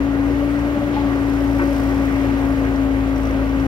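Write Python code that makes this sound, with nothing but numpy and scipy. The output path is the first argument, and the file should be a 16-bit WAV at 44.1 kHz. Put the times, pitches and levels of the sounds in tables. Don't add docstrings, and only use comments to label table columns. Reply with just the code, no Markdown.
import sys
import numpy as np
from scipy import signal
from scipy.fft import rfft, irfft
from scipy.io import wavfile

SR = 44100
rng = np.random.default_rng(int(sys.argv[2]) if len(sys.argv) > 2 else 0)


def file_out(sig):
    cols = np.atleast_2d(sig).T
    lim = np.clip(cols, -1, 1)
    pcm = np.round(lim * 32767).astype(np.int16)
    wavfile.write(sys.argv[1], SR, pcm)


def elevation(decibels):
    levels = np.asarray(decibels, float)
    return 10 ** (levels / 20)


N = 161847
PUMP_PER_FIRING = 5
TOP_HZ = 15750


def in_time(rows):
    s, *columns = np.transpose(rows)
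    return [np.interp(np.arange(N) / SR, s, column) for column in columns]


def at_hz(points, hz):
    points = np.array(points)
    return np.interp(np.log(hz + 1), np.log(points[:, 0]), points[:, 1])


def rms_one(x):
    return x / np.sqrt(np.mean(x ** 2) + 1e-20)


def drift(rate):
    r = np.exp(-80 * np.pi * rate / SR)
    slow = signal.lfilter([1], [1, -2 * r, r * r], rng.standard_normal(N // 40 + 2002))
    slow = slow[2000:]
    return np.interp(np.arange(N) / 40, np.arange(len(slow)), rms_one(slow - slow.mean()))


def ring(clicks, hz, t60):
    r, w = elevation(-60 / (t60 * SR)), 2 * np.pi * hz / SR
    return signal.lfilter([0, np.sin(w)], [1, -2 * r * np.cos(w), r * r], clicks + 1e-18)


def pan(x, db):
    return x * np.array([[2 * elevation(db)], [2]]) / (1 + elevation(db))


def hiss(colour_db, patchy_db):
    # f/Hz, share (0..1)
    likeness = [(60, .97), (300, .97), (800, .85), (1500, .64), (2500, .52), (3300, .2), (6200, .52),
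                (7500, .27)]
    hz = np.fft.rfftfreq(N, 1 / SR)
    shared, *own = rfft(rng.standard_normal((3, N)))
    alike = np.clip(at_hz(likeness, hz), 0, 1)
    pair = np.sqrt(alike) * shared + np.sqrt(1 - alike) * np.array(own)
    pair = pair * elevation(colour_db(hz))
    if not patchy_db:
        return rms_one(irfft(pair, N))
    place = np.clip(2 * np.log2((hz + 1) / 40), 0, 17)
    together = drift(2.5)
    out = 0
    for k in range(18):
        band = irfft(pair * np.clip(1 - abs(place - k), 0, 1), N)
        out = out + band * elevation(patchy_db * (0.3 * together + drift(11.7)))
    return rms_one(out)


def truck_idle():
    phase = 2 * np.pi * 69.1 * np.arange(N) / SR + drift(1.3)
    return np.sqrt(2) * pan(elevation(-39.5 + 0.83 * drift(3)) * np.sin(phase), 1.5)


def roar():
    # f/Hz, level/dB per Hz
    low = [(25, -36), (45, -2), (80, -2.5), (150, -4.5), (230, -1), (340, -1.5), (450, -6), (700, -9)]
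    high = [(800, -2.5), (1300, -5), (2900, -15), (3600, -19.5), (6500, -31.5), (9800, -32.5), (11500, -31),
            (15700, -35)]
    # f/Hz, width/Hz, level/dB
    panels = [(587, 17.4, 10), (371, 9.6, 5), (492, 43, 3), (833, 145, 3.5), (1156, 29, 5), (1735, 46, -13),
              (427, 37, -3), (157, 8.5, -25), (330, 8.7, -3), (540, 8.2, 4), (1920, 910, 6.5),
              (7640, 830, -2.5), (14800, 1200, -1), (6330, 720, 7)]

    def colour(hz):
        base = np.where(hz < 750, at_hz(low, hz), at_hz(high, hz) - 9)
        return base + sum(db / (1 + (2 * (hz - f) / width) ** 2) for f, width, db in panels)
    return elevation(-26.5) * hiss(colour, patchy_db=0.8)


def earth_slides():
    # start t/s, attack/s, decay/s, level/dB, centre f/Hz, width/octaves
    pours = [
        (0.922, 0.02, 0.12, -40.5, 2770, 0.85),
        (1.765, 0.35, 0.36, -41, 1980, 0.45),
        (2.6, .01, 0.085, -55, 1300, 1.3),
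    ]
    out, t = 0, np.arange(N) / SR
    for s, attack, decay, db, hz, wide in pours:
        after = np.maximum(t - s, 0)
        shape = np.minimum(after / attack, 1) * np.exp(-np.maximum(after - attack, 0) / decay)
        grains = hiss(lambda f: -12 * (np.log2((f + 1) / hz) / wide) ** 2, patchy_db=0)
        out = out + elevation(db + 2.0 * drift(30)) * shape * grains
    return out


def pin_squeaks():
    # start t/s, length/s, f/Hz, level/dB
    squeaks = [
        (.45, .15, 8750, -60),
        (.49, .15, 8450, -62),
    ]
    out, t = np.zeros(N), np.arange(N) / SR
    for s, length, hz, db in squeaks:
        bow = np.sin(np.pi * np.clip((t - s) / length, 0, 1)) ** 0.54
        out += elevation(db + 2.7 * drift(30)) * bow * np.sin(2 * np.pi * hz * t + 1.2 * drift(40))
    return pan(out, -1.5)


def metal_ticks():
    # t/s, level/dB, pitch factor
    ticks = [(0.5921, -47, 1), (1.7056, -50, 1.9), (1.734, -49, 1.9), (2.0683, -52, 2.6),
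             (2.5043, -48, 1.85), (2.5342, -53, 1.9), (2.652, -50, 1), (2.7604, -45, 1), (3.075, -54, 1.5),
             (3.1602, -47, 1), (3.1802, -48, 1), (3.182, -54, 1.5), (3.2326, -49, 1), (3.2345, -50, 1.5),
             (3.2544, -46, 1), (3.2715, -45, 1), (3.3094, -48, 1), (3.4925, -49, 1), (3.6003, -46, 1)]
    # f/Hz, level/dB, t60/s
    modes = [(5700, -2, .025), (6000, -3, .02), (5300, -8, .025), (4700, -15, .02), (8450, -15, .02),
             (8900, -16, .02)]
    out = np.zeros(N)
    s, db, pitch = np.transpose(ticks)
    chance_db = rng.normal(0, 2.1, (len(s), len(modes)))
    for k, (hz, mode_db, t60) in enumerate(modes):
        heights = elevation(db + mode_db + 5.5 + chance_db[:, k])
        for size in set(pitch):
            clicks = np.zeros(N)
            clicks[(s * SR).astype(int)] = heights * (pitch == size) * (hz * size < TOP_HZ)
            out += ring(clicks, min(hz * size, TOP_HZ), t60)
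    return pan(out, -1.5)


def bucket_knocks():
    # t/s, level/dB, pitch factor, other modes re main/dB, ring length factor
    hits = [
        (.966, -15, .942, -18, 1.7),
        (1.593, -19, 1.0, -1, 1),
        (1.616, -32, 1.0, 9, 1.2),
    ]
    # f/Hz, level/dB, t60/s
    bucket = [(345, 2, .25), (904, 0, .085), (1147, -3, .2), (1249, -3, .08), (1362, -6, .09),
              (1523, 0, .12), (1857, -4, .1), (2008, -7, .13), (2229, -7, .11)]
    dull_hz, thud_db, thud_t60, main_mode = 2700, -8.5, 0.13, 1
    out, t = np.zeros(N), np.arange(N) / SR
    thud_band = signal.butter(2, [300, dull_hz], "band", fs=SR, output="sos")
    grit = rms_one(signal.sosfilt(thud_band, rng.standard_normal(N)))
    for s, db, pitch, rest_db, longer in hits:
        click = elevation(db) * (np.arange(N) == int(s * SR))
        for k, (hz, mode_db, t60) in enumerate(bucket):
            height_db = mode_db - 4 + rest_db * (k != main_mode) + rng.standard_normal()
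            out += elevation(height_db) * ring(click, hz * pitch, t60 * longer)
        fall_db = 60 * np.maximum(t - s, 0) / thud_t60
        out += (t > s) * elevation(db + rest_db + thud_db - fall_db) * grit
    return pan(signal.sosfilt(signal.butter(6, dull_hz, fs=SR, output="sos"), out), 1.1)


def valve_clatter(turns):
    # t/s, level/dB
    load = [(0, -74), (.35, -60), (.9, -66), (1.3, -53.5), (1.6, -50.5), (1.72, -48), (2.0, -52),
            (2.16, -51.5), (2.3, -57), (2.5, -54), (2.95, -71), (3.25, -55), (3.45, -69), (3.67, -55)]
    # f/Hz, level/dB per Hz
    bright = [(3000, -3.5), (5700, 5), (7300, -6.5), (8500, 0), (9800, -9), (11300, 1), (13500, -11),
              (14700, 1)]

    def colour(hz):
        return at_hz(bright, hz) - 30 * (hz < 2000)
    since = turns - 0.29 + 1
    firing, part = since.astype(int), since % 1
    chance_db = 2.0 * np.clip(rng.standard_normal(400), -1.5, 1.5)
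    size_db = chance_db[firing] - 2.0 * (firing % 2)
    puff = rms_one(elevation(size_db) * part ** 2 * np.exp(-part * 5 * 1.17))
    valves = puff * hiss(lambda hz: colour(hz) - 6.6 * np.clip((hz - 15000) / 700, 0, 1), patchy_db=0)
    blow_by = elevation(-3.5) * hiss(lambda hz: colour(hz) - 3.3 * (hz / 7000) ** 2, patchy_db=0)
    return elevation(in_time(load)[0]) * (valves + blow_by)


def pump_whine(turns, whine_db):
    # t/s, level/dB
    swells = [(.08, -42), (.3, -40), (.43, -34), (.58, -43), (.775, -36), (.82, -28.5), (.85, -36),
              (1.09, -35), (1.4, -42), (1.56, -39), (1.63, -34), (1.7, -29.5), (2.03, -32), (2.25, -35),
              (2.45, -39), (2.97, -44.5), (3.42, -34)]
    t = np.arange(N) / SR
    angle = 2 * np.pi * PUMP_PER_FIRING * turns + 0.03 * drift(38)
    level_db = whine_db + 0.3 * drift(5.3) + 0.5 * drift(41)
    whine = pan(elevation(level_db) * -np.cos(angle), 8.5)
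    swell = elevation(whine_db - 22.5)
    for s, db in swells:
        swell = swell + elevation(db) * np.exp(-((t - s) / 0.021) ** 2)
    overtone = pan(swell * elevation(drift(8.9)) * -np.cos(2 * angle), 0.78)
    return np.sqrt(2) * (whine + overtone)


def exhaust_throb(turns, throb_db):
    # multiple of firing rate, level/dB re throb, left-right/dB, wobble/dB
    orders = [(1, 0, 1.9, 0.5), (2, -5.5, 2, 1.5), (3, -13.5, 7.5, 1), (4, -19, -3, 5), (1.5, -18, -3, 5.5),
              (2.5, -22.5, 7, 0.5), (.75, -24, -9, 3.5)]
    out = np.zeros((2, N))
    usual_db = throb_db.mean()
    for k, db, side_db, wobble_db in orders:
        follow = 0.11 if k > 1 else 1
        level_db = usual_db + (throb_db - usual_db) * follow + db + wobble_db * drift(8.5)
        start = rng.random() * (k % 1 > 0)
        out += pan(elevation(level_db) * -np.cos(2 * np.pi * (k * turns + start)), side_db)
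    return np.sqrt(2) * out


def ear_balance(noise):
    # f/Hz, level/dB
    balance = [(100, 2), (900, .5), (1700, -4), (3000, 3.5), (5300, 3), (6200, -.5), (9000, -.5),
               (12800, 4.5)]
    hz = np.fft.rfftfreq(N, 1 / SR)
    side_db = at_hz(balance, hz) - 4 * np.clip((hz - 13500) / 2000, 0, 1)
    return irfft(rfft(noise) * elevation(side_db * np.array([[0.5], [-0.5]])), N)


def scene():
    # t/s, whine f/Hz, whine level/dB
    speed = [(0, 279.2, -20), (.2, 279.5, -19.5), (.45, 284.8, -20.5), (.7, 287.3, -22),
             (.92, 288.8, -21.5), (1.08, 279.5, -20), (1.7, 279.6, -19.5), (1.8, 277, -20.5),
             (2.45, 275.8, -19.5), (2.6, 274.7, -20), (2.85, 273.4, -19.5), (3.3, 272.5, -22.5),
             (3.67, 273.4, -20.5)]
    # t/s, throb level/dB, roar level/dB
    effort = [(0, -27.5, -1), (.3, -28, 0), (.55, -29, .5), (.9, -31.5, .5), (1.1, -28, 0.5), (1.5, -26, 0),
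              (1.85, -26, 1), (2.2, -26, 1.5), (2.7, -26.5, 0), (3.2, -24.5, 0), (3.67, -25, 0)]
    whine_hz, whine_db = in_time(speed)
    throb_db, roar_db = in_time(effort)
    turns = np.cumsum(whine_hz) / PUMP_PER_FIRING / SR
    noises = ear_balance(elevation(roar_db) * roar() + earth_slides() + valve_clatter(turns))
    steel = pin_squeaks() + metal_ticks() + bucket_knocks()
    engine = pump_whine(turns, whine_db) + exhaust_throb(turns, throb_db)
    return truck_idle() + noises + steel + engine


def low_pass(x):
    return signal.sosfilt(signal.butter(12, 16530, fs=SR, output="sos"), x)


def record(dry):
    # f/Hz, phase/rad; above the table a plain lag
    port_lead = [(300, .2), (560, .45), (1120, 1.0), (1900, 2.6), (3000, 6.0), (3800, 10.2), (5860, 13.9),
                 (7200, 18.4)]
    hz, t = np.fft.rfftfreq(N, 1 / SR), np.arange(N) / SR
    edges = np.sin(np.pi / 2 * np.clip(np.minimum(t, t[-1] - t) / 0.004, 0, 1)) ** 2
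    lag_s = 0.000254
    lead = at_hz(port_lead, hz) + 2 * np.pi * lag_s * np.maximum(hz - port_lead[-1][0], 0)
    ports = rfft(dry * edges) * (hz < TOP_HZ) * np.exp(-1j * lead * np.array([[0], [1]]))
    return low_pass(irfft(ports, N) * edges)


dry = scene()
out = record(dry)
file_out(out)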